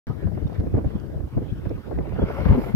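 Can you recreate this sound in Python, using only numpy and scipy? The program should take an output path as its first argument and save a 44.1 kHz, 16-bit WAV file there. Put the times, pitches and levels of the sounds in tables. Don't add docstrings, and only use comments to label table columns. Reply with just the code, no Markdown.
import sys
import numpy as np
from scipy import signal
from scipy.fft import rfft, irfft
from scipy.io import wavfile
from scipy.ndimage import uniform_filter1d

SR = 44100
rng = np.random.default_rng(int(sys.argv[2]) if len(sys.argv) > 2 else 0)


def voltage_ratio(decibels):
    exponent = np.asarray(decibels, float) / 20
    return 10 ** exponent


def output_pcm(signal):
    pcm = np.clip(np.atleast_2d(signal).T, -1, 1) * 32767
    wavfile.write(sys.argv[1], SR, np.round(pcm).astype(np.int16))


N = 121275
TIME = np.arange(N) / SR
START_S = 0.0696

# f/Hz, level/dB
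SEA_COLOUR = [(200, -12.5), (500, -12), (1000, -9), (1600, -9.5), (2500, -18.5), (3500, -22), (6000, -36),
              (16000, -70.5)]
# t/s, level/dB
WAVES = [(0.09, -55), (0.16, -61.5), (0.21, -56.5), (0.31, -62.5), (0.61, -57.5), (0.62, -64),
         (0.77, -59.5), (0.84, -66.5), (0.85, -58.5), (1.28, -64.5), (1.42, -59), (1.96, -58), (1.99, -63),
         (2.02, -60), (2.24, -55.5), (2.3, -57)]
# t/s, level/dB, f/Hz
TICKS = [(0.0682, -57, 4330), (0.478, -53, 5500), (0.53, -52.5, 4660), (0.545, -54.5, 5300),
         (0.601, -48.5, 4500), (0.846, -45, 1520), (0.906, -49, 1400), (0.9995, -50, 4700),
         (1.654, -40, 1730), (1.694, -51.5, 5270), (1.9877, -37, 2000), (2.0577, -56, 3000),
         (2.094, -40, 1900), (2.1438, -56, 4700), (2.562, -51, 3200)]
# f/Hz, likeness/1
LIKENESS = [(200, 0.099), (800, 0.6), (1500, 0.68), (2500, 0.48), (4000, 0.29)]
# t/s, f/Hz, length/s, level/dB
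BUBBLES = [(.1, 1230, .03, -46), (.464, 3580, .016, -52), (.95, 3150, .016, -55), (1.135, 620, .022, -39),
           (1.497, 3260, .022, -52), (1.61, 2100, .016, -56), (1.762, 1230, .016, -49),
           (1.775, 1050, .018, -49), (2.197, 3300, .04, -49), (2.562, 245, .036, -17),
           (2.68, 200, .04, -27), (1.785, 200, .03, -30)]

# t/s, level/dB, length/s
GUSTS_LEFT = [(0.103, -15.5, 0.018), (0.254, -13.5, 0.045), (0.327, -21.5, 0.078), (0.435, -18.5, 0.039),
              (0.594, -18, 0.045), (0.748, -9.5, 0.019), (0.866, -13.5, 0.021), (0.955, -18, 0.019),
              (1.167, -18.5, 0.021), (1.373, -12.5, 0.02), (1.527, -14, 0.013), (1.569, -40, 0.015),
              (1.714, -29.5, 0.016), (1.96, -23, 0.066), (2.009, -19, 0.0084), (2.14, -32, 0.025),
              (2.227, -13, 0.019), (2.416, -19, 0.098), (2.462, -8, 0.014), (2.506, -5, 0.036),
              (2.622, -27, 0.077), (2.748, -9, 0.022)]
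GUSTS_RIGHT = [(0.103, -38, 0.018), (0.257, -19.5, 0.021), (0.363, -29, 0.03), (0.437, -13, 0.063),
               (0.596, -13, 0.014), (0.668, -15, 0.013), (0.749, -13.5, 0.053), (0.864, -15, 0.037),
               (0.956, -5.5, 0.02), (1.208, -19.5, 0.014), (1.244, -20, 0.023), (1.371, -11.5, 0.016),
               (1.421, -27, 0.1), (1.668, -14.5, 0.017), (1.752, -23.5, 0.018), (1.988, -20.5, 0.068),
               (2.135, -22.5, 0.12), (2.24, -7.5, 0.012), (2.413, -31, 0.025), (2.472, -20.5, 0.028),
               (2.509, -11, 0.063), (2.748, -6.5, 0.015)]
# t/s, level/dB
SNAPS_LEFT = [(0.078, -54), (0.375, -26), (0.423, -25.5), (0.618, -28), (0.64, -24), (0.671, -26),
              (0.745, -17), (0.781, -16), (0.847, -29), (0.871, -36), (0.962, -27.5), (1.207, -30),
              (1.38, -21.5), (1.421, -27), (1.661, -28), (1.715, -35), (1.886, -34), (1.91, -25.5),
              (1.991, -20), (2.078, -27.5), (2.192, -20), (2.231, -16.5), (2.464, -24), (2.512, -19.5),
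              (2.552, -15), (2.58, -16), (2.615, -30), (2.748, -24.5)]
SNAPS_RIGHT = [(0.083, -42), (0.105, -27), (0.23, -24), (0.604, -25), (0.671, -23.5), (0.769, -19),
               (0.81, -27), (0.847, -22), (0.963, -39), (1.376, -19), (1.423, -26), (1.71, -20),
               (1.874, -27), (1.928, -22.5), (1.989, -19.5), (2.072, -30), (2.192, -17.5), (2.222, -19.5),
               (2.3, -25.5), (2.341, -27.5), (2.417, -30), (2.466, -21), (2.494, -18), (2.52, -26.5),
               (2.591, -16), (2.669, -25.5), (2.692, -28), (2.748, -39)]
# f/Hz, level/dB
RUMBLE_COLOUR = [(18, -44.5), (38, -4), (60, 4.5), (110, 2.5), (200, -6), (300, -21), (500, -51),
                 (1200, -120)]
FLUTTER_COLOUR = [(60, -45), (250, 4.5), (400, 0), (700, -14.5), (1200, -33), (2000, -37.5), (3500, -66.5),
                  (9000, -110)]
# t/s, length/s, level/dB
LULLS = [
    (1.295, 0.022, -12),
    (1.83, 0.027, -11.5),
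    (1.56, 0.028, -3.5),
]
# t/s, peak level/dB, left minus right/dB
FLAPS = [(0.068, -49, -0.5), (0.1, -32, -10), (0.232, -38.5, 6), (0.27, -30, -8.5), (0.316, -34, -8),
         (0.372, -29.5, -2), (0.467, -33, -4), (0.497, -31.5, -2), (0.52, -34, -14), (0.603, -36.5, -6.5),
         (0.672, -43, -3.0), (0.744, -27.5, -5), (0.781, -22, -3.5), (0.81, -34.5, -1.5), (0.844, -34, -18),
         (0.903, -35, -10), (0.959, -37, -4), (1.143, -42, 9), (1.171, -37, 8.5), (1.272, -39, -8.5),
         (1.37, -33, 5.5), (1.42, -44, -2), (1.459, -41, 1.0), (1.655, -33, 7.5), (1.706, -36, 5),
         (1.879, -36, 7), (1.911, -25, 7.5), (1.974, -31.5, 4.0), (2.004, -28.5, -1.5), (2.054, -31, 4),
         (2.122, -29.5, 2), (2.159, -29.5, -1.5), (2.192, -25.5, 0), (2.219, -23.5, -1.5),
         (2.3, -22.5, -2.5), (2.368, -32, 4), (2.459, -22, 1), (2.615, -29.5, -12.5), (2.636, -31.5, -11),
         (2.667, -27.5, 1)]
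# f/Hz, level/dB
FLAP_COLOUR = [(200, -27), (400, 4), (700, -1.5), (1200, -19), (2000, -36.5), (4000, -63)]

# t/s, level/dB, spray level/dB
BREATH = [
    (2.0, -79, -19.5),
    (2.148, -52.5, -8),
    (2.288, -40, -2),
    (2.362, -38, -1),
    (2.448, -35.5, -4.5),
    (2.522, -35, -6.5),
    (2.64, -42.5, 8.5),
    (2.702, -41.5, 4.5),
    (2.75, -50, 2),
]
# f/Hz, level/dB
JET_COLOUR = [(200, 2.5), (500, 9), (900, 2.5), (1600, -7), (2500, -12.5), (3300, -20.5), (5600, -29),
              (16000, -77.5)]
SPRAY_COLOUR = [(2000, -17.5), (4000, 2.5), (6000, -3), (9000, -2), (12000, 7), (16000, 4.5)]
# f/Hz, width/Hz, level/dB
BLOWHOLE = [
    (1377, 98, -17),
    (2104, 330, -16.5),
    (3000, 1100, -24),
]
# f/Hz, width/Hz, level/dB
DIPS = [(6450, 330, -14), (8100, 450, -11), (9100, 250, -8)]

# f/Hz, level/dB
MIC_COLOUR = [(3000, 2.5), (4200, 0.5), (5500, 3), (6600, -1), (8800, -2.5), (10500, -4.5), (13000, -6),
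              (15500, -9.5)]
# f/Hz, left minus right/dB
TILT = [(1000, 0.5), (3000, -1.5), (6000, 2), (9000, 5)]
# start t/s, end t/s, level/dB
CUTS_LEFT = [(1.13, 1.15, -30), (1.185, 1.23, -30), (1.44, 1.505, -44), (1.6, 1.635, -38),
             (1.665, 1.69, -41), (1.765, 1.865, -43), (1.865, 1.935, -38), (2.03, 2.125, -25),
             (2.17, 2.19, -28)]
CUTS_RIGHT = [(0.112, 0.242, -48), (0.29, 0.348, -36), (0.384, 0.449, -21), (0.466, 0.588, -59),
              (0.878, 0.954, -34), (0.956, 1.117, -21), (1.286, 1.333, -47), (2.277, 2.387, -51),
              (2.426, 2.467, -18), (2.61, 2.742, -39)]


def evened(x):
    return x / np.sqrt(np.mean(x ** 2) + 1e-20)


def read(points, hz):
    f, value = np.transpose(points)
    return np.interp(np.log(hz + 1), np.log(f + 1), value)


def colour(x, points):
    hz = np.fft.rfftfreq(N, 1 / SR)
    return irfft(rfft(x) * voltage_ratio(read(points, hz)), N)


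def drift(top_hz, channels=1):
    noise = rng.standard_normal((channels, N))
    return evened(colour(noise, [(1, -10), (top_hz / 2, 0), (2 * top_hz, -15), (10 * top_hz, -90)]))


def smooth_twice(x, size_a, size_b, axis_a=-1, axis_b=-1):
    return uniform_filter1d(uniform_filter1d(x, size_a, axis=axis_a), size_b, axis=axis_b)


def airborne(points, patch_db):
    frames, hz = N // 128 + 5, np.fft.rfftfreq(512, 1 / SR)
    a, b, c, d, patches = rng.standard_normal((frames, 257, 5)).T
    patches = evened(smooth_twice(patches, 6, 20, axis_a=0, axis_b=1))
    left, other = a + 1j * b, c + 1j * d
    same = np.clip(read(LIKENESS, hz), -1, 1)[:, None]
    lag = np.exp(-2j * np.pi * hz * 0.000136)[:, None]
    right = same * lag * left + np.sqrt(1 - same ** 2) * other
    gain = voltage_ratio(read(points, hz)[:, None] + patch_db * patches)
    return evened(signal.istft(np.array([left, right]) * gain, nperseg=512, noverlap=384)[1][:, :N])


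def hiss():
    return voltage_ratio(-61.5) * airborne(SPRAY_COLOUR, patch_db=0.94)


def sea():
    wash_db = 3.5 + np.interp(TIME, *np.transpose(WAVES)) + 0.84 * drift(45)
    out = voltage_ratio(wash_db) * airborne(SEA_COLOUR, patch_db=3.5)
    t = np.arange(800) / SR
    for s, db, hz in TICKS:
        noise = rng.standard_normal((2, 800))
        tone = np.sin(2 * np.pi * hz * t)
        splash = smooth_twice(noise, round(SR / hz / 2), round(SR / hz / 3))
        fade = voltage_ratio(db - 60 * t / 0.016)
        start = round(max(s, START_S) * SR)
        out[:, start:][:, :800] += (0.47 * tone + 1.9 * splash) * fade
    return out


def bubbles():
    out = np.zeros(N)
    for s, hz, length, db in BUBBLES:
        u = np.clip((TIME - s) / length, 0, 1)
        out += voltage_ratio(db) * np.sin(np.pi * u) * np.sin(2 * np.pi * hz * length * u * (1 + u / 50))
    return np.array([out, 0.5 * np.roll(out, 6)])


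def eddies(points, size):
    x = colour(rng.standard_normal(N), points)
    power = abs(smooth_twice(x ** 2, size, size))
    return evened(x / np.sqrt(power + 1e-12))


def swells(s, level_db, length, floor_db):
    rise = 0.71
    side = length * np.where(TIME < s, rise, 2 - rise)
    bell = np.exp(-5.5 * ((TIME - s) / side) ** 2)
    return np.sqrt(voltage_ratio(2 * floor_db) + (voltage_ratio(2 * (level_db - 5)) * bell).sum(0))


def wind(gusts, snaps):
    breeze_db, breeze_flutter_db = -33, -43
    lumps_db, own_lumps_db = 2, 2
    low = swells(*np.transpose(gusts)[:, :, None], breeze_db)
    lumps, own = drift(50, channels=2)
    flutter_floor_db = breeze_flutter_db + lumps_db * lumps + own_lumps_db * own
    high = swells(*np.transpose(snaps)[:, :, None], 0.016, flutter_floor_db)
    rumble = low * voltage_ratio(0.5 * lumps_db * lumps) * eddies(RUMBLE_COLOUR, size=900)
    return rumble + high * eddies(FLUTTER_COLOUR, size=300)


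def gusty_wind():
    ports = np.array([wind(GUSTS_LEFT, SNAPS_LEFT), wind(GUSTS_RIGHT, SNAPS_RIGHT)])
    lull_db = sum(db * np.exp(-((TIME - s) / length) ** 2) for s, length, db in LULLS)
    return voltage_ratio(lull_db) * ports


def flaps():
    rise_s, t60_s = 0.0015, 0.073
    s, db, pan_db = np.transpose(FLAPS)[:, :, None]
    u = np.maximum(TIME - s, 0)
    shape = np.minimum(u / rise_s, 1) * voltage_ratio(db - 5 - 60 * u / t60_s)
    left = (shape * voltage_ratio(0.5 * pan_db)).max(0) * eddies(FLAP_COLOUR, size=150)
    right = (shape * voltage_ratio(-0.5 * pan_db)).max(0) * eddies(FLAP_COLOUR, size=150)
    return np.array([left, right])


def resonate(x, hz, width):
    turn, r = np.exp(2j * np.pi * hz * TIME), np.exp(-np.pi * width / SR)
    return 2 * (turn * signal.lfilter([1 - r], [1, -r], x / turn)).real


def dipped(x):
    hz = np.fft.rfftfreq(N, 1 / SR)
    gaps_db = sum(db * np.exp(-((hz - f) / w) ** 2) for f, w, db in DIPS)
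    return irfft(rfft(x) * voltage_ratio(gaps_db), N)


def whale():
    s, level_db, spray_db = np.transpose(BREATH)
    level = voltage_ratio(np.interp(TIME, s, level_db))
    jet = airborne(JET_COLOUR, patch_db=3.0)
    air = airborne(JET_COLOUR, patch_db=0.91)
    rings = 0
    for k, (hz, width, db) in enumerate(BLOWHOLE):
        ring = resonate(resonate(air, hz, width), hz, width)
        rings = rings + (-1) ** k * voltage_ratio(db) * evened(ring)
    spray = voltage_ratio(-16 + np.interp(TIME, s, spray_db)) * airborne(SPRAY_COLOUR, patch_db=2.2)
    rattle = voltage_ratio(2.6 * drift(60))
    return level * (rattle * dipped(jet + rings) + dipped(spray))


def scene():
    return hiss() + sea() + bubbles() + gusty_wind() + flaps() + whale()


def low_pass(x):
    return signal.sosfilt(signal.butter(12, 15760, fs=SR, output="sos"), x)


def record(dry):
    x = colour(dry, MIC_COLOUR)
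    left = colour(x[0], np.multiply(TILT, [1, 0.5]))
    right = colour(x[1], np.multiply(TILT, [1, -0.5]))
    x = np.array([left, right])
    cut_hz, fade = 270, round(0.008 * SR)
    bass = colour(x, [(cut_hz / 1.5, 0), (cut_hz, -5), (cut_hz * 1.4, -45), (20000, -90)])
    cut_db = [sum(db * ((TIME > a) & (TIME < b)) for a, b, db in cuts) for cuts in (CUTS_LEFT, CUTS_RIGHT)]
    keep = smooth_twice(voltage_ratio(cut_db), fade, fade)
    mix = (x - (1 - keep) * bass) * (TIME > START_S)
    return low_pass(mix)


dry = scene()
out = record(dry)
output_pcm(out)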